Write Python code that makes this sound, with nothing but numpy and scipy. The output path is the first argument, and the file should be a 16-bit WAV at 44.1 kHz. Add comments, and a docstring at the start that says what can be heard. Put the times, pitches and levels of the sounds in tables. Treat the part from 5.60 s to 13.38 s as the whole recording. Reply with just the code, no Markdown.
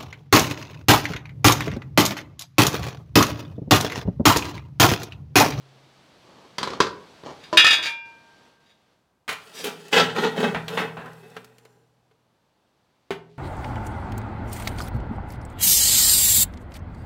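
"""Clearing the ash from a stove

The ash is cleared from a cast-iron stove in a small cabin, heard from close by. A grate is set down on the hearth,
and a steel shovel clangs against the fire irons as it is picked up: impacts excite decaying modes.
The shovel knocks into the firebox, scrapes through the ash in several pushes and bumps the door frame on its
way out: random friction slips drive the iron bodies. Room noise and rustling are noise shaped in bands."""
import sys
import numpy as np
from scipy import signal
from scipy.fft import irfft
from scipy.io import wavfile

SR = 44100
rng = np.random.default_rng(int(sys.argv[2]) if len(sys.argv) > 2 else 0)


def output_pcm(signal):
    """Save a mono or channel-first signal as 16-bit PCM at the path in sys.argv[1].

    Samples are clipped to [-1, 1] before scaling.
    """
    pcm = np.clip(np.atleast_2d(signal).T, -1, 1) * 32767
    wavfile.write(sys.argv[1], SR, np.round(pcm).astype(np.int16))


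N = 343098
EDGES_HZ = np.geomspace(30, 18000, 25)
BANDS_HZ = np.sqrt(EDGES_HZ[1:] * EDGES_HZ[:-1])

# Colour tables are relative spectra; levels of single events are relative to their later mix gains.
# spectrum of contacts on the hearth: frequency_hz, density_db (per Hz)
HEARTH_COLOUR = [(50, -23), (205, 1), (285, -8.5), (460, 6), (740, -19.5), (1020, -2), (2400, -15),
                 (4600, -12.5), (9000, -35.5), (16000, -54)]
# spectrum of steel on steel: frequency_hz, density_db (per Hz)
CLASH_COLOUR = [(150, -35.5), (1000, -17), (1400, -4), (2100, -10), (2600, -6.5), (3800, -6.5), (5400, -14),
                (9000, -25.5), (16000, -42.5)]
# spectrum of clacks in the stove: frequency_hz, density_db (per Hz)
CLACK_COLOUR = [(80, -5), (180, 1), (310, -5), (430, -20), (650, 3), (1200, 0), (2400, -2.5), (3700, -6.5),
                (5000, -19), (16000, -34)]
# spectrum of crushed ash and cinders: frequency_hz, density_db (per Hz)
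ASH_COLOUR = [(3700, 3.5), (5500, 2.5), (16000, -7)]
# modes of the shovel's steel blade: pitch_hz, level_db, t60_s
SHOVEL = [(1295, -3, .25), (1331, -6, 0.26), (1748, 1, 0.24), (1783, -1, 0.3), (1821, 5, .42),
          (2198, -7, .38), (2530, 7, 0.33), (2612, -2, .22), (2829, 3.5, 0.3), (3185, -3.5, 0.32),
          (3394, 1.5, 0.48), (3541, -7, 0.3), (3715, 5.5, .3), (3779, 2.5, 0.27), (4850, 3, .24),
          (4958, -4, 0.33), (5986, -13, .2)]
# modes of the shovel's long shaft: pitch_hz, level_db, t60_s
SHAFT = [(924, -21, 1.6), (1582, -15, 1.8), (2245, -14, .45), (2389, -1, .58), (2766, -5, .48),
         (4757, -19, .5), (5402, -16, .35)]
# bending modes of the shovel's pan, pressed on the ash: pitch_hz, level_db, t60_s
PAN = [(436.3, 6, 0.12), (457, -19.5, 1.0), (467, -2.5, 0.083), (570, -4, 0.033), (987, -11.5, 0.23)]
# modes of the iron firebox: pitch_hz, level_db, t60_s
FIREBOX = [(82.3, -45.5, 2.5), (122.2, -27.5, 3.2), (161.4, -17, 1.42), (183, -6.5, 0.13), (238.5, -6, .1),
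           (256, -9, 0.14), (821, -3, 0.055)]
# the blade sliding on under its own weight between pushes: start_s, length_s, pressure_db, bite_db, ash_db
SLIDES = [(3.764, 1.16, -55, -55, -56.5), (4.501, 1.29, -54, -60, -62.5), (5.901, 0.21, -63.5, -71, -72)]
# envelope of the dragged grate and of spilling ash: attack_s, build_up_db_per_s, release_db_per_s
DRAG_SHAPE = (0.016, 12, 220)
# envelope of the shovel sliding on the irons: attack_s, build_up_db_per_s, release_db_per_s
JANGLE_SHAPE = (0.012, 51, 350)


def from_db(db):
    """Level to amplitude: 20 dB is a factor of ten."""
    return 10 ** (np.asarray(db) / 20)


def rms_one(x):
    """Normalise the mean power: scale to rms 1."""
    return x / np.sqrt(np.mean(x ** 2) + 1e-20)


def energy_one(x):
    """Unit-energy impulse response: white noise keeps its power when convolved with it."""
    return x / np.linalg.norm(x)


def at_bands(points):
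    """Interpolate a table over logarithmic frequency at the band centres."""
    hz, value = np.transpose(points)
    return np.interp(np.log(BANDS_HZ), np.log(hz), value)


def fade(t60, size):
    """Exponential damping: the amplitude loses 60 dB in t60 seconds."""
    return np.exp(-np.log(1000) * np.arange(size) / SR / np.maximum(t60, 1e-3))


def add(out, s, sound):
    """Superposition: mix a sound in at time s."""
    start = max(round(s * SR), 0)
    out[start:start + len(sound)] += sound[:N - start]


def through(x, response):
    """Linear response of a body or a room, by convolution."""
    return signal.fftconvolve(x, response)[:N]


def noise_bands(size):
    """Band-pass filtering of white noise; neighbouring bands draw on independent noises."""
    white = rng.standard_normal((2, size + SR // 4))
    bands = []
    for k, pair in enumerate(zip(EDGES_HZ, EDGES_HZ[1:])):
        sos = signal.butter(2, pair, "band", fs=SR, output="sos")
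        bands.append(signal.sosfilt(sos, white[k % 2])[-size:])   # the filter's onset is left out
    return np.array(bands)


def dense_modes(colour_db, t60, count=600, size=SR // 2):
    """High modal density: many modes at chance pitches follow a colour; rms 1 before onset and decay."""
    places = (np.arange(count) + rng.random(count)) / count
    hz = 50 * (17000 / 50) ** places
    heights = from_db(np.interp(np.log(hz), np.log(BANDS_HZ), colour_db))
    heights = heights * np.sqrt(hz)   # high modes lie further apart
    phasors = rng.standard_normal(count) + 1j * rng.standard_normal(count)
    lines = np.zeros(size // 2 + 1, complex)
    lines[np.round(hz * size / SR).astype(int)] = heights * phasors
    contact = 1 - fade(0.0006, size)   # the surfaces take a moment to meet
    return rms_one(irfft(lines, size)) * contact * fade(t60, size)


def ring(modes, extra_db=0, longest_t60=np.inf, size=2 * SR, swings=False):
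    """Modal synthesis: damped sines, shortened by a hand or ash, waxing and waning if the body swings."""
    hz, db, t60 = np.transpose(modes)
    heights = from_db(db + extra_db) * (-1) ** np.arange(len(hz))
    out = np.zeros(size)
    for height, f, t in zip(heights, hz, np.minimum(t60, longest_t60)):
        length = min(size, int(1.4 * t * SR))
        turn = 2 * np.pi * np.arange(length) / SR
        if swings:   # turns each mode towards the listener and away: 3.5 dB, at a chance rate in Hz
            height = height * from_db(3.5 * np.sin(rng.uniform(-5.76, 3.6) * turn))
        out[:length] += height * np.sin(f * turn) * fade(t, length)
    return out


def knock(colour, db, bright_db, t60, crack=1.0, crack_t60=.02, bass_hz=500, treble_hz=5500, peak_hz=None):
    """Hard impact: a brief crack over a dying clack; a sharper contact trades bass for treble."""
    treble = 1 / (1 + (treble_hz / BANDS_HZ) ** 2)
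    bass = 1 / (1 + (BANDS_HZ / bass_hz) ** 2)
    colour_db = at_bands(colour) + bright_db * (treble - bass)
    if peak_hz:   # the clack centres on a pitch: 6 dB, 0.28 octaves
        colour_db = colour_db + 6 * np.exp(-(np.log2(BANDS_HZ / peak_hz) / 0.28) ** 2)
    clack = dense_modes(colour_db, t60)
    return from_db(db) * clack * (1 + crack * fade(crack_t60, len(clack)))


def slips(per_s, spread_db, size=N):
    """Stick-slip friction as a random pulse train: chance moments, uneven sizes, rms 1."""
    sizes = from_db(spread_db * np.minimum(rng.exponential(1, size), 4))
    signs = rng.choice([-1, 1], size)
    return rms_one(sizes * signs * (rng.random(size) < per_s / SR))


def favour(modes, contact_hz, focus_db):
    """Contact-point coupling: each mode loses focus_db per octave away from the favoured pitch."""
    return -focus_db * np.abs(np.log2(np.array(modes)[:, 0] / contact_hz))


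def wander(per_s, spread_db, size=N):
    """Random modulation: a gain that drifts between chance levels."""
    steps = np.arange(size) / SR * per_s
    return from_db(spread_db * np.interp(steps, np.arange(size), rng.standard_normal(size)))


def cushioned(force, cut_hz):
    """Low-pass filtering by a soft layer: ash under the edge rounds off each slip."""
    sos = signal.butter(2, min(cut_hz, SR / 2 - 10), fs=SR, output="sos")
    return signal.sosfilt(sos, force)


def flexed(x, per_s=22, spread_db=.5):
    """Frequency modulation by uneven playback: changing pressure makes the pan's resonances waver in pitch."""
    position = np.cumsum(wander(per_s, spread_db, len(x)))
    return np.interp(position, np.arange(len(x)), x, right=0)


def stroke(length, shape, spent_db=50):
    """Amplitude envelope of a hand movement: it takes hold, builds up to 1 at its end, then eases off."""
    attack_s, build_db_per_s, release_db_per_s = shape
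    t = np.arange(int((length + spent_db / release_db_per_s) * SR)) / SR
    slope_db_per_s = np.where(t < length, build_db_per_s, -release_db_per_s)
    return np.minimum(t / attack_s, 1) * from_db(slope_db_per_s * (t - length))


def strokes(rows, shape):
    """Superposed amplitude envelopes of a series of like movements."""
    out = np.zeros(N)
    for s, length, db in rows:
        add(out, s, from_db(db) * stroke(length, shape))
    return out


def pan_modes(s):
    """Mass loading: from 7.3 s on the pan is lifted with its ash, which lowers its modes."""
    pitch = .91 if s > 7.3 else 1
    return [(hz * pitch, db, t60) for hz, db, t60 in PAN]


def room_noise():
    """Stationary broadband noise: band noises weighted by the colour of the room."""
    # frequency_hz, density_db (per Hz)
    room_colour = [(30, -20), (70, -5), (130, -3), (450, -7.5), (900, -8.5), (1800, -19), (3800, -23.5),
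                   (7000, -28.5), (16000, -36)]
    return from_db(-70) * rms_one(from_db(at_bands(room_colour)) @ noise_bands(N))


def rustling():
    """Amplitude-modulated noise: the soft rustle of someone moving about, and from 6.2 s of ash shifting on the
    blade."""
    # rustles: start_s, length_s, level_db
    rustles = [(0, 2.21, -49.5), (2.45, 0.43, -57), (3.0, 0.33, -67.5), (6.2, 2.46, -67)]
    # envelope: attack_s, build_up_db_per_s, release_db_per_s
    rustle_shape = (0.006, 3.9, 77.4)
    # frequency_hz, density_db (per Hz)
    air_colour = [(30, -27.5), (95, -15.5), (131, -8.5), (336, -11.5), (702, -12), (1960, -19.5),
                  (3980, -19.5), (16000, -49.5)]
    noise = rms_one(from_db(at_bands(air_colour)) @ noise_bands(N))
    return strokes(rustles, rustle_shape) * noise


def plate_hum():
    """Free decay of one mode: the hum of the stove's iron plates fades from the start."""
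    out = np.zeros(N)
    add(out, 0, ring([(134, -50.5, 2.1)]))
    return out


def grate():
    """Friction, then impacts: the grate slides, touches the hearth bar after bar, drops flat and is nudged."""
    # dragged out and over the stone: start_s, length_s, level_db
    drags = [(0.64, 0.22, -54), (1.0, 0.15, -38), (1.645, 0.045, -36.5)]
    # contacts with the hearth: start_s, level_db, brightness_db, touching_bar_pitch_hz
    hearth_knocks = [(0.983, -25.5, 7.5, 4680), (1.013, -36.5, -5, 6600), (1.030, -22.5, 5, 4060),
                     (1.074, -29, 1, 3980), (1.104, -33, -0.5, 5100), (1.134, -33.5, -2.5, 3700),
                     (1.203, -11.5, 1.5, 4880), (1.268, -32, 1.5, 4100), (1.636, -42, -8.5, 4307)]
    # modes of the cast-iron grate: pitch_hz, level_db, t60_s
    grate_modes = [(980, -2.5, 0.072), (1110, -3, 0.06)]
    friction = strokes(drags, DRAG_SHAPE) * slips(per_s=1500, spread_db=3.0)
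    out = through(friction, energy_one(dense_modes(at_bands(HEARTH_COLOUR), t60=0.01)))
    for s, db, bright_db, bar_hz in hearth_knocks:
        modes = grate_modes + [(bar_hz, bright_db - 10, .11)]   # a sharper touch wakes the bar more
        uneven_db = rng.normal(0, 2, len(modes))
        add(out, s, knock(HEARTH_COLOUR, db - 3.5, bright_db, t60=0.19, crack=1.9, crack_t60=.03))
        add(out, s, from_db(db - 2.0) * ring(modes, uneven_db, size=SR // 2))
    return out


def sliding_on_irons():
    """Friction-driven resonance: the shovel brushes and slides over the other irons, which ring along."""
    # light brushes that set the shovel singing: start_s, length_s, level_db
    brushes = [(1.787, .05, -51.5), (3.04, 0.049, -59.5), (3.93, .07, -42)]
    # sliding off its hook and brushing the other irons: start_s, length_s, level_db
    jangles = [(1.975, 0.145, -20), (2.215, 0.026, -25)]
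    irons = energy_one(dense_modes(at_bands(CLASH_COLOUR), t60=0.16, count=220))
    blade = energy_one(ring(SHOVEL, longest_t60=0.15, size=len(irons)))
    # a light touch favours the high modes
    high_db = favour(SHOVEL, 4200, focus_db=9.5)
    grazed = energy_one(ring(SHOVEL, high_db, longest_t60=0.23, size=len(irons)))
    chatter = slips(per_s=250, spread_db=5.5)
    out = through(strokes(jangles, JANGLE_SHAPE) * chatter, from_db(-2.0) * irons + from_db(-4.0) * blade)
    return out + through(strokes(brushes, JANGLE_SHAPE) * chatter, grazed + irons)


def rocking_stand():
    """Impact and modal decay: the tool stand rocks as the shovel is gripped, then settles."""
    # start_s, level_db
    stand_bumps = [(1.928, -22), (2.186, -41)]
    # modes of the tool stand: pitch_hz, level_db, t60_s
    stand_modes = [(334, -3, 0.38), (615, 1.5, 0.22), (1000, 2.5, 0.23)]
    out = np.zeros(N)
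    for s, db in stand_bumps:
        add(out, s, from_db(db) * ring(stand_modes))
        add(out, s, knock(HEARTH_COLOUR, db - 4.5, 1.5, t60=0.25, crack=0.24))
    return out


def clang(focus_db=7, uneven_db=2):
    """Repeated impact of steel on steel: each contact favours some blade modes; the swinging shaft rings on."""
    # start_s, level_db, favoured_pitch_hz, shaft_level_db
    clangs = [(1.972, -11.5, 3450, -15), (1.995, -17.5, 3334, -28.5), (2.045, -16, 1760, -27.5),
              (2.066, -16.5, 1736, -34.5), (2.106, -20, 4020, -29), (2.237, -39, 1770, -53),
              (2.263, -42, 2330, -27.5)]
    out = np.zeros(N)
    for s, db, contact_hz, shaft_db in clangs:
        strengths_db = favour(SHOVEL, contact_hz, focus_db) + rng.normal(0, uneven_db, len(SHOVEL))
        add(out, s, from_db(db - 2.5) * ring(SHOVEL, strengths_db))
        add(out, s, from_db(shaft_db) * ring(SHAFT, swings=True))
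        add(out, s, from_db(db + 1.0) * dense_modes(at_bands(CLASH_COLOUR), t60=0.14))
    return out


def stove_knocks():
    """Impact on coupled bodies: each bump clacks and sets firebox, pan and shaft ringing."""
    # start_s, clack_level_db, brightness_db, clack_t60_s, clack_pitch_hz, firebox_and_pan_level_db,
    # favoured_pitch_hz
    knocks = [(3.679, -28.5, 7, 0.3, 1230, -72, 707), (3.691, -25, 11, 0.24, 2120, -40, 600),
              (3.727, -31.5, 19, 0.046, 2410, -47, 790), (4.042, -30, 31, 0.2, 3250, -36.5, 453),
              (4.946, -23, -8, 0.22, 1880, -30.5, 197), (5.081, -29, 13, 0.088, 3760, -43.5, 400),
              (5.175, -23, -3, 0.32, 1920, -50, 800), (5.369, -35.5, -9.5, 0.33, 850, -41, 101.4),
              (5.766, -31.5, 1, 0.069, 1390, -38.5, 170), (7.506, -28.5, 1.5, 0.18, 610, -26, 353)]
    out = np.zeros(N)
    shaft = ring(SHAFT, longest_t60=0.3155)
    for s, db, bright_db, t60, clack_hz, ring_db, contact_hz in knocks:
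        modes = FIREBOX + pan_modes(s)
        clack = knock(CLACK_COLOUR, db, bright_db, t60, crack=0.22, crack_t60=0.028, bass_hz=705,
                      peak_hz=clack_hz)
        add(out, s, clack)
        add(out, s, from_db(ring_db) * ring(modes, favour(modes, contact_hz, focus_db=2.0)))
        add(out, s, from_db(db + bright_db / 2 - 23.5) * shaft)
    return out


def scrape(s, length, pressure_db, bite_db, ash_db, shape, size=3 * SR):
    """Friction-driven resonance: the edge judders, shaking firebox, floor, pan and blade, and ash crunches."""
    # floor plate under the blade: frequency_hz, density_db (per Hz)
    floor_colour = [(120, -44), (185, 11), (330, -12.5), (480, 2.5), (800, -7), (1600, -7.5), (5000, -54)]
    # scraping edge: frequency_hz, density_db (per Hz)
    edge_colour = [(300, -41), (600, 0), (1000, -3.5), (1700, 4.5), (2400, -8.5), (3600, 2.5), (4500, -10),
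                   (7000, -8.5), (16000, -36)]
    # modes of the blade with its edge pressed on the iron floor: pitch_hz, level_db, t60_s
    pressed_blade = [(1328, 0.5, 0.18), (1916, -0.5, .14), (2594, 7.5, 0.081), (3660, 0.5, 0.11)]
    effort = np.zeros(size)
    gain = stroke(length, shape)[:size]
    effort[:len(gain)] = gain
    catching = wander(per_s=110, spread_db=0.5, size=size)   # the edge catches on cinders and lets go
    judder = effort * rms_one(catching * slips(per_s=450, spread_db=3.5, size=size)) + 1e-18
    crunch = effort * rms_one(catching * slips(per_s=2900, spread_db=-0.5, size=size))
    # brief slips carry little bass
    shake = signal.sosfilt(signal.butter(4, 165, "high", fs=SR, output="sos"), judder)
    boom = from_db(-4.5) * through(shake, energy_one(ring(FIREBOX)))
    boom += from_db(-1.5) * flexed(through(shake, energy_one(ring(PAN))))
    floor = from_db(-7.5) * energy_one(dense_modes(at_bands(floor_colour), t60=0.096))
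    edge = from_db(2.5) * energy_one(dense_modes(at_bands(edge_colour), t60=0.1))
    grip_db = rng.normal(0, 3, len(pressed_blade))   # each scrape meets the floor at another angle
    blade = from_db(-7.0) * energy_one(ring(pressed_blade, grip_db, size=len(edge)))
    crumb = energy_one(dense_modes(at_bands(ASH_COLOUR), t60=0.025))
    # ash piles up on the blade and cushions later scrapes more: 1.52 octaves per second below 8 kHz
    cut_hz = 8000 * 2 ** (-1.52 * (s - SLIDES[0][0]))
    out = np.zeros(N)
    add(out, s, from_db(pressure_db) * boom)
    add(out, s, from_db(pressure_db) * through(shake, floor))
    add(out, s, from_db(bite_db) * through(cushioned(judder, cut_hz), edge + blade))
    add(out, s, from_db(ash_db) * through(crunch, crumb))
    return out


def shovelling():
    """Superposed friction strokes: light slides through the ash, with a series of firm pushes on top."""
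    # start_s, length_s, pressure_db, bite_db, ash_db
    pushes = [(3.933, 0.078, -45.5, -61, -41), (4.026, 0.04, -34, -39, -39.5),
              (4.313, 0.07, -19.5, -18.5, -30.5), (4.463, 0.011, -33.5, -32.5, -69),
              (4.543, 0.098, -21, -25, -42), (4.75, 0.097, -20.5, -27.5, -42), (5.082, 0.12, -27, -29, -43),
              (5.37, 0.081, -40.5, -36.5, -81)]
    # envelopes: attack_s, build_up_db_per_s, release_db_per_s
    push_shape = (0.017, 60, 214)
    slide_shape = (0.07, 0.28, 59)
    light = sum(scrape(*slide, slide_shape, size=3 * SR) for slide in SLIDES)
    firm = sum(scrape(*push, push_shape, size=2 * SR) for push in pushes)
    return light + firm


def cinder_snaps():
    """Brittle fracture as short impacts: cinders snap under the blade."""
    # start_s, level_db
    cinders = [(4.282, -45), (5.459, -51), (5.532, -54), (5.7, -54), (5.845, -45.5), (5.983, -52),
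               (6.051, -53.5)]
    out = np.zeros(N)
    for s, db in cinders:
        add(out, s, knock(ASH_COLOUR, db, 0, t60=0.043, crack=0.44, crack_t60=0.0094))
    return out


def edge_catches():
    """Sudden release: the edge catches on a lump and jumps free, which jolts the pan's modes."""
    # start_s, level_db
    catches = [(4.325, -30), (4.384, -18), (4.563, -27), (4.637, -24), (4.664, -36), (4.803, -27),
               (6.053, -50.5), (6.512, -60.5)]
    out = np.zeros(N)
    for s, db in catches:
        add(out, s, knock(CLACK_COLOUR, db, 4, t60=0.05, crack=0))
        add(out, s, from_db(db - 3.0) * ring(pan_modes(s)))
    return out


def spill():
    """Granular impacts, band-passed: fine ash spills off the jolted shovel onto the hearth."""
    # start_s, length_s, level_db
    spills = [(7.69, 0.12, -70)]
    # pass band: low_hz, high_hz
    grain_band = (2000, 4900)
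    sos = signal.butter(2, grain_band, "band", fs=SR, output="sos")
    grains = signal.sosfilt(sos, slips(per_s=2590, spread_db=4))
    return strokes(spills, DRAG_SHAPE) * rms_one(grains)


def cabin(x, first_echo_s=0.0082):
    """Diffuse reverberation: a short noise tail off stone and timber, longer in the bass."""
    # frequency_hz, t60_s
    cabin_t60 = [(100, 0.71), (2000, 0.37), (14000, 0.19)]
    # frequency_hz, reverberation_db
    cabin_db = [(100, -6), (3000, -10.5), (14000, -19.5)]
    tail = np.zeros(SR)
    for band, gain, t60 in zip(noise_bands(SR), from_db(at_bands(cabin_db)), at_bands(cabin_t60)):
        tail += gain * band * energy_one(fade(t60, SR))
    return through(x, tail * (np.arange(SR) / SR > first_echo_s))


def scene(radiation_hz=75):
    """Radiation limit: ironwork too small to radiate deep bass, with its reverberation and the room's air."""
    air = room_noise() + rustling() + plate_hum()
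    iron = grate() + sliding_on_irons() + rocking_stand() + clang()
    iron = iron + stove_knocks() + shovelling() + cinder_snaps() + edge_catches() + spill()
    iron = signal.sosfilt(signal.butter(4, radiation_hz, "high", fs=SR, output="sos"), iron)
    return (iron + cabin(iron) + air)[None]


def record(dry):
    """Saturation and band limiting: the loudest peaks overload softly; the top is cut at 16.3 kHz."""
    clipped = dry / (1 + (dry / .92) ** 6) ** (1 / 6)
    return signal.sosfilt(signal.ellip(12, .1, 80, 16300, fs=SR, output="sos"), clipped)


dry = scene()
out = record(dry)
output_pcm(out)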